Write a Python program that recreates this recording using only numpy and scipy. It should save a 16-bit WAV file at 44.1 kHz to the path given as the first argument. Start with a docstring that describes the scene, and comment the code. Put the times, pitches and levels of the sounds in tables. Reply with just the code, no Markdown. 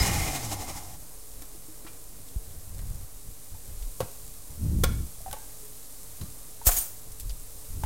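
"""Blender stopping in a kitchen

A small blender coasts to a stop on a stone counter: a slowing hum under the roar of knocked slurry.
Food sizzles softly in a pan as dense grains melted into noise, over room tone and a faint mains hum.
A glass jar lands as struck modes, plastic parts tap as its cap is unscrewed, and its steel blades jangle
as ticks and pings. A hand-held camera with one microphone rumbles as it is moved: low noise and bumps."""
import sys
import numpy as np
from scipy import signal
from scipy.fft import rfft, irfft
from scipy.io import wavfile
from scipy.ndimage import uniform_filter1d

SR = 44100
rng = np.random.default_rng(int(sys.argv[2]) if len(sys.argv) > 2 else 0)


def master(y):
    """Save y as 16-bit WAV."""
    cut = np.clip(np.atleast_2d(y).T, -1, 1)
    pcm = np.round(cut * 32767)  # scale
    wavfile.write(sys.argv[1], SR, pcm.astype(np.int16))


def rack_gain(trim_db):
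    """Turn a fader trim in dB into the linear factor to multiply a signal by."""
    fader = np.asarray(trim_db, float)
    return 10 ** (fader / 20)


N = 346185
T = np.arange(N) / SR

# Spectrum of the room tone. Each row: frequency in Hz, relative density in dB per Hz.
ROOM_TONE_SPECTRUM = [(15, -37), (25, 9), (54, -8.5), (106, -27), (124, -55), (155, -17), (174, -38),
                      (250, -7), (381, -14), (536, -9.5), (3000, -28), (3900, -46), (6600, -120)]
# Appliance hum. Each row: frequency in Hz, mean level in dB.
HUM_TONES = [(50, -68), (100, -62), (150.5, -67.5), (260, -70.5), (300, -75), (436, -67)]
# Camera moved in the hand. Each row: middle in seconds, half length in seconds, sway level in dB,
# quickness as the dB gained from sway to thump.
CAMERA_MOVES = [(0, 0.049, -27, 3.5), (0.188, 0.056, -35, 5.5), (0.292, 0.046, -40, 0.5),
                (.42, .06, -47, -4), (0.106, 0.037, -51.5, 17.5), (.52, 0.026, -56, 7.5),
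                (0.647, 0.17, -50, 4), (0.92, 0.047, -59, 6), (1.377, 0.053, -45, -16),
                (1.943, 0.1, -67, -5), (2.21, 0.052, -61, -2), (2.495, 0.048, -50, 1),
                (2.577, 0.033, -43.5, -4), (2.72, 0.067, -45, 0), (2.803, 0.049, -41, -5),
                (2.902, 0.074, -34.5, -3.5), (3.03, 0.03, -43, -1.5), (3.154, 0.036, -46, -13),
                (3.293, 0.028, -39, -11.5), (3.536, 0.018, -39.5, -2), (3.703, .04, -49, 3),
                (3.76, .04, -44, -9), (3.85, .06, -31, -30), (4.029, 0.023, -59, 17.5),
                (4.28, 0.13, -53, -4), (4.513, 0.012, -42, -1), (4.65, 0.048, -38, 7.5),
                (4.764, 0.091, -33, 8), (4.852, 0.037, -26, -13), (4.915, 0.059, -40.5, 10.5),
                (5.016, 0.047, -35.5, 3.5), (5.22, 0.036, -46, -8), (5.31, .04, -45.5, -2),
                (6.228, 0.019, -52.5, 16), (6.284, 0.042, -58, 9), (6.772, 0.039, -37, -14),
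                (7.11, 0.041, -42.5, -13), (7.258, 0.038, -33.5, -9), (7.316, 0.023, -30.5, -25),
                (7.4, 0.047, -42.5, -14), (7.584, .04, -50, -5), (7.721, 0.025, -32, -8),
                (7.788, 0.032, -40, 5), (7.85, 0.016, -36, 7.5)]
# A camera held still. The entries: mean sway, thump and flutter levels in dB.
STILL_HAND_DB = -56.5, -62, -65.5
# Bumps of the camera body. Each row: start in seconds, level in dB, starting pitch in Hz, t60 in seconds.
CAMERA_BUMPS = [(2.361, -18.5, 91, 0.15), (6.219, -37.5, 160, 0.13), (6.669, -12.5, 91.5, 0.2)]
# Frying as the microphone wanders nearer and away. Each row: time in seconds, level in dB.
SIZZLE_LEVEL = [(1, -48.5), (2.8, -49.5), (3.65, -48.5), (4.13, -46.5), (4.45, -48), (4.85, -47.5),
                (6.2, -47), (7.0, -48.5), (7.85, -46.5)]
# Spectrum of the frying. Each row: frequency in Hz, relative density in dB per Hz.
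PAN_SPECTRUM = [(710, -19), (1200, -10), (1380, -19), (1890, -15), (3110, -14), (3580, -10.5), (4030, -9.5),
                (5450, -7.5), (8780, -1), (10400, -2.5), (12000, -2.5), (15100, -7), (15900, -8)]
# Loudest spits of fat. Each row: start in seconds, starting level in dB, centre in Hz.
FAT_SPITS = [(2.285, -51, 4530), (2.507, -57, 4000), (3.824, -47, 4030), (7.118, -44, 9000),
             (7.198, -36, 10700), (7.207, -42, 8800), (7.295, -40.5, 4940), (7.304, -51, 3470)]
# Plastic parts tapping and creaking. Each row: start in seconds, level in dB, pitch in Hz,
# t60 of the ring in seconds, rough part in dB.
PLASTIC_TAPS = [(.515, -35, 802, 0.14, -2), (1.42, -42, 310, 0.076, 2.5), (1.549, -44, 330, 0.067, -15),
                (1.685, -44, 315, 0.19, -10), (1.849, -42.5, 322, 0.1, -1), (1.866, -53.5, 1150, 0.15, 13),
                (1.872, -51, 2383, 0.13, 8), (2.791, -52.5, 1800, 0.017, 6), (3.548, -49, 883, 0.083, -2),
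                (5.205, -45, 664, 0.066, -18), (5.262, -32.5, 766, 0.13, -15), (5.28, -37, 730, .05, -8),
                (5.312, -46, 1530, 0.12, -4), (5.33, -31.5, 845, 0.064, -17),
                (5.332, -40, 1123, 0.063, -18), (5.336, -33, 550, 0.04, -3.5),
                (5.365, -40.5, 880, 0.11, -5), (5.4, -57, 1600, 0.22, -6), (5.63, -50.5, 424, 0.6, -8),
                (6.213, -42.5, 4020, 0.036, 0), (6.216, -51, 1100, .06, 4), (6.255, -56, 1200, .2, 1),
                (6.615, -35.5, 916, 0.037, -12), (6.668, -32, 494, 0.023, 7), (6.69, -28, 725, 0.058, 3),
                (6.716, -33, 2340, 0.037, 2), (7.836, -22, 877, 0.025, -10.5)]
# Hard edges clicking. Each row: start in seconds, level in dB.
EDGE_CLICKS = [(1.421, -35.5), (1.869, -52), (2.79, -42), (5.312, -33), (5.328, -27.5), (6.213, -39),
               (7.836, -37.5)]
# Jar set on the counter. Each row: start in seconds, level in dB, hardness as treble tilt in dB an octave,
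# thud in dB, crack in dB.
JAR_KNOCKS = [(4.0035, -12, -12, -7.5, -17.5), (4.836, -10, -3, -6, -6.5)]
# Ringing modes of jar and counter. Each row: frequency in Hz, relative level in dB, t60 in seconds.
JAR_MODES = [(114, -1, 0.055), (537, -3.5, 0.028), (877, -11, 0.016), (1100, -6.5, 0.047),
             (1400, -7.5, 0.039), (1800, -31, 0.02), (2290, -5, 0.015), (2770, -23, 0.05), (3400, 3, 0.011),
             (4100, -30, 0.029)]
# The rim lands in several touches. Each row: delay in seconds, relative level in dB.
RIM_TOUCHES = [(0, -35), (.0019, -5.5), (.0038, 3.5), (.0075, -19)]
# Spectrum of the jangling steel. Each row: frequency in Hz, relative density in dB per Hz.
STEEL_SPECTRUM = [(1760, -55), (3000, -21.5), (5700, -10.5), (6650, -4.5), (8610, -4.5), (8910, -3.5),
                  (10500, -7.5), (12000, -2.5), (14800, -2), (15900, -4)]
# Blades shaken in the cap. Each row: peak in seconds, level in dB, rise in dB per second,
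# fall in dB per second.
BLADE_SHAKES = [(6.671, -14.5, 1350, 450), (6.715, -26.5, 600, 102), (6.77, -25.5, 800, 152)]
# Clear pings of the blades. Each row: start in seconds, mean level in dB, pitch in Hz, t60 in seconds.
BLADE_PINGS = [(6.655, -32, 9500, .06), (6.67, -22, 9240, .05), (6.676, -20.5, 7660, 0.083),
               (6.678, -22, 14500, .12), (6.686, -25, 9200, .1), (6.767, -23, 6690, 0.084),
               (6.767, -24.5, 9950, 0.089), (6.785, -21, 12500, .06), (6.788, -25, 9160, 0.11),
               (6.788, -33, 8300, .12), (6.812, -26, 9220, .08)]
# Blender coasting. Each row: time in seconds, shaft speed in Hz.
SHAFT_SPEED = [(0, 214), (.18, 165), (.3, 145.2), (.53, 101.2), (.78, 80.1), (1.05, 51.2)]
# Modes of the blender housing. Each row: frequency in Hz, width in Hz, relative level in dB at full speed.
HOUSING_MODES = [(770, 150, -5.5), (845, 31, -5.5), (1100, 510, -3.5), (1900, 37, -5.5), (2113, 106, 5.5),
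                 (2400, 85, 0), (2860, 66, -6.5), (4000, 130, -4), (4960, 49, -12), (6370, 140, -6)]
# Spectrum of the roar. Each row: frequency in Hz, relative density in dB per Hz.
ROAR_SPECTRUM = [(88, -34), (150, -14), (314, 5.5), (384, -26), (614, -28), (728, 3), (1360, -5),
                 (2060, -21), (4500, -27), (5850, -52), (9900, -120)]
# Spectrum of the spinning blades' hiss. Each row: frequency in Hz, relative density in dB per Hz.
HISS_SPECTRUM = [(1760, -13), (3000, -3.5), (3310, -3.5), (3940, -2.5), (4690, -3.5), (5100, 0.5),
                 (7430, 1.5), (13600, -6.5), (15900, -9)]
# Lumps caught by the blades. Each row: middle of the surge in seconds, surge in dB.
CAUGHT_LUMPS = [(.01, 0), (.07, 3.5), (.157, 3), (.212, 2), (0.278, 4.5), (.362, 5), (.452, 4),
                (0.529, 10.5), (0.621, 6.5), (.697, 8), (.777, 7), (.85, 0), (.92, 0)]
# Steady offset of the converter. 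Each row: one channel, as a fraction of full scale.
CONVERTER_OFFSET = [
    [-.0071],
    [-.0088],
]


def noise():
    """White noise of rms 1."""
    return rng.standard_normal(N)


def level(x, db):
    """Scale to an rms level in dB."""
    return x * rack_gain(db) / np.sqrt(np.mean(x ** 2))


def curve(table):
    """Join (seconds, value) rows by straight lines, at every sample."""
    s, value = np.transpose(table)
    return np.interp(T, s, value)


def colour(x, points):
    """Shape by (Hz, dB) points, straight over log frequency; rms 1."""
    hz, db = np.transpose(points)
    f = np.maximum(np.fft.rfftfreq(N, 1 / SR), 1)
    gain_db = np.interp(np.log(f), np.log(hz), db, left=-80, right=-80)
    return level(irfft(rfft(x) * rack_gain(gain_db), N), 0)


def band(x, lo_hz, hi_hz, order=2):
    """Butterworth band-pass."""
    edges_hz = [lo_hz, min(hi_hz, SR / 2.2)]
    return signal.sosfilt(signal.butter(order, edges_hz, "band", fs=SR, output="sos"), x)


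def ring(x, hz, t60):
    """One mode; a unit blow rings with amplitude 1."""
    pole = np.exp(2j * np.pi * hz / SR - np.log(1000) / (max(t60, 1e-3) * SR))
    return signal.lfilter([1], [1, -pole], x).imag


def walk(rate):
    """Random levels, a new one every 1 / rate seconds, slewed between; rms 1."""
    k = int(SR / rate)
    held = np.repeat(rng.standard_normal(N // k + 1), k)
    return level(uniform_filter1d(held, k)[:N], 0)


def grains(rate, spread_db):
    """Scattered clicks of either sign, some much bigger than the rest."""
    hits = rng.random(N) < rate / SR
    size_db = spread_db * np.minimum(rng.exponential(size=N), 4)
    return hits * noise() * rack_gain(size_db)


def burst(s, t60):
    """An envelope that starts at s and dies away by 60 dB in t60 seconds."""
    return (T >= s) * np.exp(-np.log(1000) * np.maximum(T - s, 0) / max(t60, 1e-3))


def even(x, s):
    """Noise with its chance swells over s seconds ironed out; rms 1."""
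    return level(x / np.sqrt(uniform_filter1d(x ** 2, int(s * SR)) + 1e-12), 0)


def swell(s, db, rise, fall):
    """A level that climbs to db at s and sinks again, straight in dB."""
    return rack_gain(db - np.where(T < s, rise * (s - T), fall * (T - s)))


def room(x):
    """A tiled kitchen's tail: band-limited noise dying away, begun 8 ms after the sound."""
    t60_s, tail_db = 0.47, -15
    t = T[:SR]
    tail = band(rng.standard_normal(SR), 670, 6000, order=1)
    tail = tail * np.exp(-np.log(1000) * t / t60_s) * (t > 0.008)
    return signal.fftconvolve(x, tail / np.sqrt(np.sum(tail ** 2)))[:N] * rack_gain(tail_db)


def kitchen():
    """Room tone as shaped noise, and appliance hum as sines wavering in level and phase."""
    hum = np.zeros(N)
    for hz, db in HUM_TONES:
        waver = (hz / 250) ** 2 * walk(20)  # radians, wider for higher tones
        hum += rack_gain(db + 1.9 * walk(6.9)) * np.sin(2 * np.pi * hz * T + waver)
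    room_tone = colour(noise(), ROOM_TONE_SPECTRUM) * rack_gain(-57.5 + walk(5.17))
    return room_tone + np.sqrt(2) * hum


def handling():
    """Low buffeting and bumps straight into the microphone; quicker moves reach higher."""
    sway = even(band(noise(), 18.8, 40.1, order=3), 0.032)
    thump = even(band(noise(), 54.3, 95.3, order=2), 0.0325)
    flutter = even(band(band(noise(), 119, 169, order=1), 74, 343, order=3), 0.0272)
    gains = [rack_gain(db + 3.3 * walk(19)) for db in STILL_HAND_DB]
    for s, half, db, quick_db in CAMERA_MOVES:
        shape = np.exp(-((T - s) / half) ** 2)
        lifts_db = 0, quick_db, 1.8 * quick_db - 13.5  # quickness counts most in the flutter
        gains = [g + rack_gain(db + lift) * shape for g, lift in zip(gains, lifts_db)]
    out = sum(g * x for g, x in zip(gains, (sway, thump, flutter)))
    sag_s = 0.015  # the pitch of a bump has halved after this time
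    for s, db, hz, t60 in CAMERA_BUMPS:
        phase = 2 * np.pi * hz * sag_s * np.log1p(np.maximum(T - s, 0) / sag_s)
        onset = np.clip(0.57 + (T - s) / 0.02, 0, 1)  # begins part-way up
        out -= rack_gain(db) * np.sin(phase) * burst(s, t60) * onset
    return out


def frying():
    """Dense bursting steam bubbles melt into a hiss; some spit above it."""
    bubbles = level(grains(2500, 4.2), -7.5) + noise()
    sizzle = colour(bubbles, PAN_SPECTRUM) * rack_gain(curve(SIZZLE_LEVEL) + 0.29 * walk(26))
    spits = np.zeros(N)
    for s, db, hz in FAT_SPITS:
        spit = level(band(bubbles, hz / 1.54, hz * 1.37, order=1), 0)
        spits += rack_gain(db) * spit * burst(s, 0.036)
    return sizzle + spits


def taps():
    """Each tap is a short ring with a rough scuff around it; hard edges add a click."""
    out, rough = np.zeros(N), noise()
    for s, db, hz, t60, rough_db in PLASTIC_TAPS:
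        tone = np.sin(2 * np.pi * hz * (T - s)) * burst(s, t60)
        scuff = level(band(rough, hz / 1.7, hz * 1.7, order=1), -6)
        out += rack_gain(db) * (tone + scuff * rack_gain(rough_db) * burst(s, 0.078))
    clicks = sum(rack_gain(db) * burst(s, 0.03) for s, db in EDGE_CLICKS)
    return out + band(noise(), 3900, 22000, order=1) * clicks


def jar():
    """The rim's touches ring jar and counter; a harder blow rings brighter, its crack set on its own."""
    out = np.zeros(N)
    for s, db, tilt_db, thud_db, crack_db in JAR_KNOCKS:
        touches = sum(rack_gain(g) * (np.arange(N) == int((s + lag) * SR)) for lag, g in RIM_TOUCHES)
        blow = 0.41 * touches + noise() * burst(s, 0.047) / 25
        body = np.zeros(N)
        for hz, mode_db, t60 in JAR_MODES:
            blow_db = thud_db if hz < 200 else tilt_db * np.log2(hz / 528)
            body += rack_gain(mode_db + blow_db) * ring(blow, hz, t60)
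        onset = np.clip((T - s) / 0.0014, 0, 1)
        crack_shape = burst(s, 0.051) + 0.15 * burst(s + 0.0054, 0.03)
        crack = band(noise(), 780, 17000, order=1) * crack_shape * onset * rack_gain(crack_db)
        rattle = band(noise(), 500, 870, order=1) * burst(s, 0.11) * onset * rack_gain(-3)
        out += rack_gain(db) * (body + crack + rattle)
    return out


def blades():
    """Loose steel chatters in fast ticks over a plastic scrape; single thin rings stand out."""
    shake = np.max([swell(*row) for row in BLADE_SHAKES], axis=0)
    ticks = noise() + level(grains(4000, 1.5), -7)
    scrape = level(band(ticks, 240, 1900, order=1), -16)
    chatter = colour(ticks, STEEL_SPECTRUM) + scrape
    pings = np.zeros(N)
    for s, db, hz, t60 in BLADE_PINGS:
        pings += rack_gain(db) * np.sin(2 * np.pi * hz * (T - s)) * burst(s, t60)
    return shake * chatter + pings * rack_gain(2 * walk(150))


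def shaft_tone(hz, slowing, turn):
    """The shaft hums at its speed and twice that, louder where base or cup resonates."""
    base_db = 10 * np.exp(-(np.log2(hz / 106) / 0.27) ** 2)  # as the shaft passes 106 Hz
    rock_db = 2.5 * np.cos(2 * np.pi * 9.4 * (T - 0.466))  # the base rocks and the tone throbs
    tone_db = -39.5 + 10 * slowing + base_db + rock_db
    cup_db = 16 * np.exp(-(np.log2(2 * hz / 304) / 0.11) ** 2)  # as the second multiple passes 304 Hz
    second = 0.22 * rack_gain(2.887 * walk(12.6) + cup_db) * np.sin(2 * turn)
    return np.sqrt(2) * rack_gain(tone_db) * (np.sin(turn) + second)


def slurry(slowing, turn):
    """Blades knock the slurry against the housing every turn, duller as they slow, under a hiss."""
    slaps = np.diff(turn // (2 * np.pi), prepend=0) * rack_gain(1.2 * noise())  # one a turn
    slosh = noise() * (1 + 0.094 * np.sin(turn)) + level(slaps, -14)
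    housing = np.zeros(N)
    for f, width, db in HOUSING_MODES:
        dulling_db = 5.8 * slowing * np.log2(f / 730)
        housing += level(ring(slosh, f, 2.0 / width), db) * rack_gain(dulling_db + 2 * walk(15))
    roar = 0.42 * (colour(slosh, ROAR_SPECTRUM) + housing)
    hiss = colour(noise() * rack_gain(walk(48.1)), HISS_SPECTRUM) * rack_gain(3 + 4 * slowing)
    surge_db = sum(db * np.exp(-((T - s) / 0.023) ** 2) for s, db in CAUGHT_LUMPS)
    return rack_gain(-34 + 8.5 * slowing + surge_db) * (roar + hiss)


def blender():
    """A slowing shaft drives hum and slurry until they stop; a thin whine dies at once."""
    stop_s, fade_s = 0.98, 0.026  # silent at stop_s, after the fade
    hz = curve(SHAFT_SPEED)
    slowing = np.log2(hz / hz[0])  # octaves from full speed, negative
    turn = 2 * np.pi * np.cumsum(hz) / SR
    running = shaft_tone(hz, slowing, turn) + slurry(slowing, turn)
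    whine = level(ring(noise(), 5045, 0.091), -24) * burst(0, 0.15)
    return running * np.clip((stop_s - T) / fade_s, 0, 1) + whine


def scene():
    """All sources at one microphone, alike in both channels; only jar and taps get the room's tail."""
    hits = jar() + taps()
    mono = kitchen() + handling() + frying() + hits + room(hits) + blades() + blender()
    return np.array([mono, mono])


def top_cut(x):
    """Nothing passes above the cut-off."""
    return signal.sosfilt(signal.butter(12, 16060, fs=SR, output="sos"), x)


def record(dry):
    """The converter adds a small steady offset to each channel."""
    mix = dry + np.array(CONVERTER_OFFSET)
    return top_cut(mix)


dry = scene()
out = record(dry)
master(out)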